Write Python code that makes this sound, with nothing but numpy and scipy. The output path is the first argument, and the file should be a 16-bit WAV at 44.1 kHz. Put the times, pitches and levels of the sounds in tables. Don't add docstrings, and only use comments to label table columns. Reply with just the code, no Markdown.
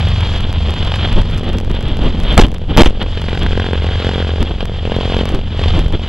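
import sys
import numpy as np
from scipy import signal
from scipy.fft import rfft, irfft
from scipy.io import wavfile
from scipy.ndimage import uniform_filter1d

SR = 44100
rng = np.random.default_rng(int(sys.argv[2]) if len(sys.argv) > 2 else 0)


def unload_wav(signal):
    wavfile.write(
        sys.argv[1],
        SR,
        np.round(np.clip(np.atleast_2d(signal).T, -1, 1) * 32767).astype(np.int16),
    )


N = 268128
TIME = np.arange(N) / SR

# time_s, level_db
AIR_RUSH = [(0, -41.5), (.36, -42), (.44, -49), (.65, -44.5), (1.0, -43), (1.19, -46), (1.27, -49),
            (1.68, -55.5), (2.1, -48), (2.4, -56), (2.6, -59.5), (3.03, -53), (3.14, -46), (3.8, -46),
            (4.1, -42.5), (4.68, -52), (5.15, -41.5), (5.45, -54), (5.68, -40), (5.9, -53), (6.08, -46.5)]
# time_s, level_db
WIND_STRENGTH = [(0, -25), (.45, -17.5), (1.0, -21.5), (1.15, -15), (1.7, -15), (1.8, -18), (2.45, -9),
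                 (2.58, -23), (2.8, -17.5), (3.1, -19.5), (4.33, -29), (4.62, -17.5), (4.85, -28.5),
                 (5.3, -18), (5.55, -23.5), (5.83, -13.5), (6.08, -22.5)]


def undb(db):
    return 10 ** (np.asarray(db) / 20)


def unit(x):
    return x / np.std(x)


def curve(rows):
    return np.interp(TIME, *np.transpose(rows))


def colour(x, spectrum, size=4096):
    hz, db = np.transpose(spectrum)
    bin_hz = np.arange(size // 2 + 1) * SR / size + 1
    log_gain = np.log(undb(np.interp(np.log(bin_hz), np.log(hz), db)))
    cepstrum = irfft(log_gain)[:size // 2]
    cepstrum[1:] *= 2
    ring = irfft(np.exp(rfft(cepstrum, size)))[:size // 2]
    return signal.oaconvolve(x, ring)[:N]


def noise(spectrum):
    return unit(colour(rng.standard_normal(N), spectrum))


def wander(rate_hz):
    hold = max(int(SR / rate_hz), 2)
    steps = rng.standard_normal(N)[np.arange(N) // hold]
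    return unit(uniform_filter1d(steps, hold))


def ports(x):
    return np.array([np.r_[x[0], x[:-1]], x])


def tip_hiss(offset_db=-0.5, width=0.24, grain_db=2):
    # frequency_hz, level_db
    spectrum = [(1500, -34), (3500, -3), (4700, 8), (5700, -4.5), (7200, -4.5), (8600, -16.5),
                (10500, -17.5), (12000, -34), (15000, -42)]
    wide_hiss = np.array([noise(spectrum), noise(spectrum)])
    level_db = curve(AIR_RUSH) + offset_db + grain_db * wander(80)
    return (ports(noise(spectrum)) + width * wide_hiss) * undb(level_db)


def crackles(boost_db=24, per_second=13, faint_db=-17, spread_db=3):
    # time_s, level_db
    jolts = [(0.0862, -35), (0.2082, -34), (0.407, -34), (0.5285, -32.5), (0.7066, -33), (0.9592, -32),
             (1.1288, -32), (1.2177, -34), (1.3815, -35), (2.2348, -35), (3.028, -35), (3.2166, -35),
             (3.4324, -34), (4.4286, -29), (4.6555, -33), (5.2555, -30.5), (5.2908, -32.5), (5.3485, -32),
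             (5.7923, -30)]
    # frequency_hz, gain_db
    spectrum = [(100, 6), (1000, 17), (3000, 10.5), (8000, -2.5), (16000, -10.5)]
    wind = undb(curve(WIND_STRENGTH)) ** 2
    at = np.flatnonzero(rng.random(N) < per_second / SR * wind / wind.mean())
    chance = rng.standard_normal((len(at), 2))
    ticks = np.zeros(N)
    ticks[at] = np.sign(chance[:, 0]) * undb(faint_db + spread_db * chance[:, 1])
    for time_s, level_db in jolts:
        ticks[int(time_s * SR)] = undb(level_db + boost_db) * rng.choice([-1, 1])
    return colour(ticks, spectrum)


def wash(flutter_db=-11, hiss_db=17.0, thump_db=4, surge_db=2.5, eddy_db=3.0,
         hiss_eddy_db=2.5, grain_db=2):
    # peak_s, length_s, churn_db, whoosh_db
    gusts = [(0.697, 0.037, -20, -39), (1.187, 0.031, -10, -40), (1.34, 0.036, -27, -25),
             (1.485, 0.07, -20, -26), (1.55, 0.019, -16, -33), (1.706, 0.011, -16.5, -35),
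             (1.76, .03, -32, -24.5), (1.875, 0.1, -22, -28), (2.045, 0.068, -13, -26),
             (2.311, 0.089, -26, -21), (2.435, 0.034, -9.5, -17), (2.709, 0.025, -13.5, -31),
             (2.753, 0.023, -28, -26.5), (2.869, 0.034, -11, -17.5), (3.02, 0.02, -16.5, -21),
             (3.438, 0.051, -17.5, -29), (4.419, 0.027, -13.5, -41), (4.511, 0.012, -16, -37),
             (5.344, 0.051, -16.5, -49), (5.772, 0.044, -12.5, -25.5), (5.944, 0.026, -16.5, -28)]
    # frequency_hz, level_db
    rumble_spectrum = [(5, -4), (14, 2), (28, -0.5), (50, -2), (80, -16.5), (130, -22), (300, -35.5),
                       (1000, -105), (8000, -130)]
    flutter_spectrum = [(30, -15.5), (100, 3), (180, -0.5), (250, -2), (400, -9), (700, -18), (1500, -34),
                        (4000, -73), (15000, -100)]
    hiss_spectrum = [(100, -5), (600, 0.5), (1000, -1.5), (1600, -4), (2200, -5.5), (2750, -2), (3250, 6),
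                     (3800, -4.5), (4600, -16.5), (5700, -30.5), (7200, -42), (10500, -52), (15000, -39)]
    churn_spectrum = [(20, -1.5), (100, 0.5), (250, 0), (500, -8.5), (1000, -19), (2200, -29.5),
                      (3200, -20.5), (4500, -39.5), (8000, -71), (15000, -85)]
    eddies = wander(70)
    strength = undb(curve(WIND_STRENGTH))
    churning, whooshing = 0, 0
    for peak_s, length_s, churn_db, whoosh_db in gusts:
        swell = np.exp(-2 * ((TIME - peak_s) / length_s) ** 2)
        churning += swell * undb(churn_db)
        whooshing += swell * undb(whoosh_db)
    surging = strength * undb(surge_db * wander(14))
    rumble = noise(rumble_spectrum) * np.hypot(surging, churning * undb(thump_db))
    flutter = unit(noise(flutter_spectrum) * undb(eddy_db * eddies)) * strength * undb(flutter_db)
    hiss = unit(noise(hiss_spectrum) * undb(hiss_eddy_db * eddies + grain_db * wander(500)))
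    hiss *= np.hypot(undb(curve(AIR_RUSH) + hiss_db), whooshing)
    return rumble + flutter + hiss + noise(churn_spectrum) * churning


def blasts(suck_s=0.006, suction=2.6, crack_s=0.002, crack_db=24, pressure=2.5, sputter_db=-1,
           edge_s=0.00046, ragged_db=4):
    # start_s, wild_s (time flung about), pinned_s (time held down), churn_db
    hits = [(2.378, .023, .021, 4), (2.772, .050, .040, 7)]
    # frequency_hz, level_db
    spectrum = [(20, 1.5), (110, 3), (250, -5), (700, -8), (1100, -18), (2200, -25), (3200, -17.5),
                (4500, -39), (15000, -83)]
    push, churn = np.zeros(N), np.zeros(N)
    for start_s, wild_s, pinned_s, churn_db in hits:
        stages_s = start_s + np.array([-suck_s, 0, crack_s, wild_s, wild_s + pinned_s])
        suck, hit, cracked, pin, free = (SR * stages_s).astype(int)
        push[suck:hit], push[pin:free] = -suction, pressure
        churn[hit:cracked] = undb(crack_db)
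        churn[cracked:pin] = undb(churn_db)
        churn[pin:free] = undb(sputter_db)
    edge = int(edge_s * SR)
    churning = uniform_filter1d(churn, edge) * noise(spectrum) * undb(ragged_db * wander(400))
    return uniform_filter1d(push, edge) + churning


def bark(tears, level_db=-31.5, behind_s=3.81, half_crossing_s=0.55):
    # frequency_hz, level_db
    spectrum = [(200, -4), (520, -8), (730, 9), (950, -4), (1250, -6), (1620, 3), (1800, -4), (2000, -4),
                (2500, -12), (4000, -33), (8000, -38), (15000, -62)]
    beam = 1 / (1 + ((TIME - behind_s) / half_crossing_s) ** 6)
    return unit(colour(tears, spectrum)) * undb(level_db) * beam


def rasp(tears, boost_db=12, fade_s=0.0038, floor=0.14):
    # frequency_hz, level_db
    spectrum = [(150, -17), (400, -7.5), (720, 1), (1100, -2.5), (1350, -10), (1650, -5.5), (2100, -7.5),
                (2550, -4.5), (3200, -2.5), (4500, -14), (7000, -31.5), (15000, -44)]
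    trail = signal.lfilter([1], [1, -np.exp(-1 / (fade_s * SR))], tears)
    bursts = (trail + floor) * rng.standard_normal(N)
    return unit(colour(bursts, spectrum)) * undb(curve(AIR_RUSH) + boost_db)


def propeller(blade_count, scatter_db=4.0, tear_scatter_db=3.0, jitter_s=0.0001,
              echo_s=0.002, echo_gain=0.14):
    # time_s, extra_slap_db, extra_tear_db
    hard_passes = [(.825, 9.5, 7.5), (.872, 6, 8), (.918, 0, 8.5), (.94, 6.5, 10), (3.464, 2, 10.5),
                   (3.597, 3.5, 11), (3.642, 1, 5), (3.665, 1, 6), (4.046, 4.5, 5), (4.090, 4.5, 8),
                   (4.202, 5, -1), (4.606, 4.5, 16), (4.853, 5.5, 8), (4.875, 4.5, 5), (5.010, 3, 8),
                   (5.188, 1.5, 6.5), (5.211, 6, 2), (5.591, 5, 9), (5.637, -2, 9), (5.683, -3, 7.5)]
    # frequency_hz, level_db
    slap_spectrum = [(40, 4), (130, 2), (200, 4), (330, -3.5), (460, 0.5), (600, -5.5), (780, -8),
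                     (1000, -20.5), (1250, -28.5), (1700, -24), (2500, -38.5), (5000, -49.5), (15000, -79)]
    # time_s, level_db
    slap_levels = [(0, -31), (3.2, -29), (3.6, -20.5), (4.3, -19), (4.55, -27), (4.75, -26), (4.9, -20.5),
                   (5.2, -17.5), (5.45, -34.5), (5.65, -23), (6.08, -30)]
    passes = np.flatnonzero(np.diff(np.floor(blade_count)))
    timing, force, roughness = rng.standard_normal((len(passes), 3)).T
    at = np.clip(passes + (jitter_s * SR * timing).astype(int), 0, N - 1)
    pulses, tears = np.zeros(N), np.zeros(N)
    pulses[at] = -undb(scatter_db * force)
    tears[at] = undb(tear_scatter_db * (force + roughness) / np.sqrt(2))
    for time_s, extra_slap_db, extra_tear_db in hard_passes:
        nearest = at[np.argmin(abs(at - time_s * SR))]
        pulses[nearest], tears[nearest] = -undb(extra_slap_db), undb(extra_tear_db)
    slap = unit(colour(pulses, slap_spectrum)) * undb(curve(slap_levels))
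    direct = slap - bark(tears)
    echo = echo_gain * np.interp(TIME - echo_s, TIME, direct)
    return direct + echo + rasp(tears)


def engine_drone(blade_count, waver_db=2.5, wobble_cycles=0.12):
    # multiple_of_cycle_rate, level_db
    exhaust_tones = [(7, 0.5), (9, -7), (11, -11.5), (14, -11.5), (16, -17), (18, -16), (20, -16)]
    # multiple_of_blade_rate, level_db
    blade_tones = [(1, -6), (2, -4.5), (3, -23)]
    # time_s, level_db
    drone_levels = [(0, -12), (.5, -19), (.65, -15), (1.2, -15.5), (1.5, -21.5), (2.3, -21), (3.0, -25),
                    (3.3, -18), (4.1, -17), (4.6, -23.5), (4.9, -18.5), (5.45, -20.5), (5.67, -13.5),
                    (6.08, -24)]
    cycle_count = blade_count / 4
    exhaust = 0
    for multiple, level_db in exhaust_tones:
        gain = undb(level_db + waver_db * wander(11))
        exhaust += gain * np.cos(2 * np.pi * (multiple * cycle_count + wobble_cycles * wander(9)))
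    hum = sum(undb(db) * np.sin(2 * np.pi * multiple * blade_count) for multiple, db in blade_tones)
    return (exhaust + hum) * undb(curve(drone_levels))


def scene():
    # time_s, rate_hz
    blade_rate = [(0, 45.0), (1.1, 44.74), (2.2, 44.71), (3.0, 44.9), (3.7, 44.66), (5.1, 44.6),
                  (6.08, 44.72)]
    blade_count = np.cumsum(curve(blade_rate)) / SR - 0.2
    aircraft = engine_drone(blade_count) + propeller(blade_count)
    return ports(aircraft + wash() + blasts() + crackles()) + tip_hiss()


def record(dry, limit=1.08, sag_hz=3.6, mono_below_hz=700, top_hz=15900):
    pinned = np.clip(dry, -limit, limit)
    left, right = signal.lfilter(*signal.butter(1, sag_hz, "high", fs=SR), pinned)
    mid, side = (left + right) / 2, (left - right) / 2
    side -= signal.filtfilt(*signal.butter(1, mono_below_hz, fs=SR), side)
    clipped = np.clip([mid + side, mid - side], -1, 1)
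    treble_cut = signal.ellip(8, 0.2, 70, top_hz, fs=SR, output="sos")
    return signal.sosfilt(treble_cut, clipped)


dry = scene()
out = record(dry)
unload_wav(out)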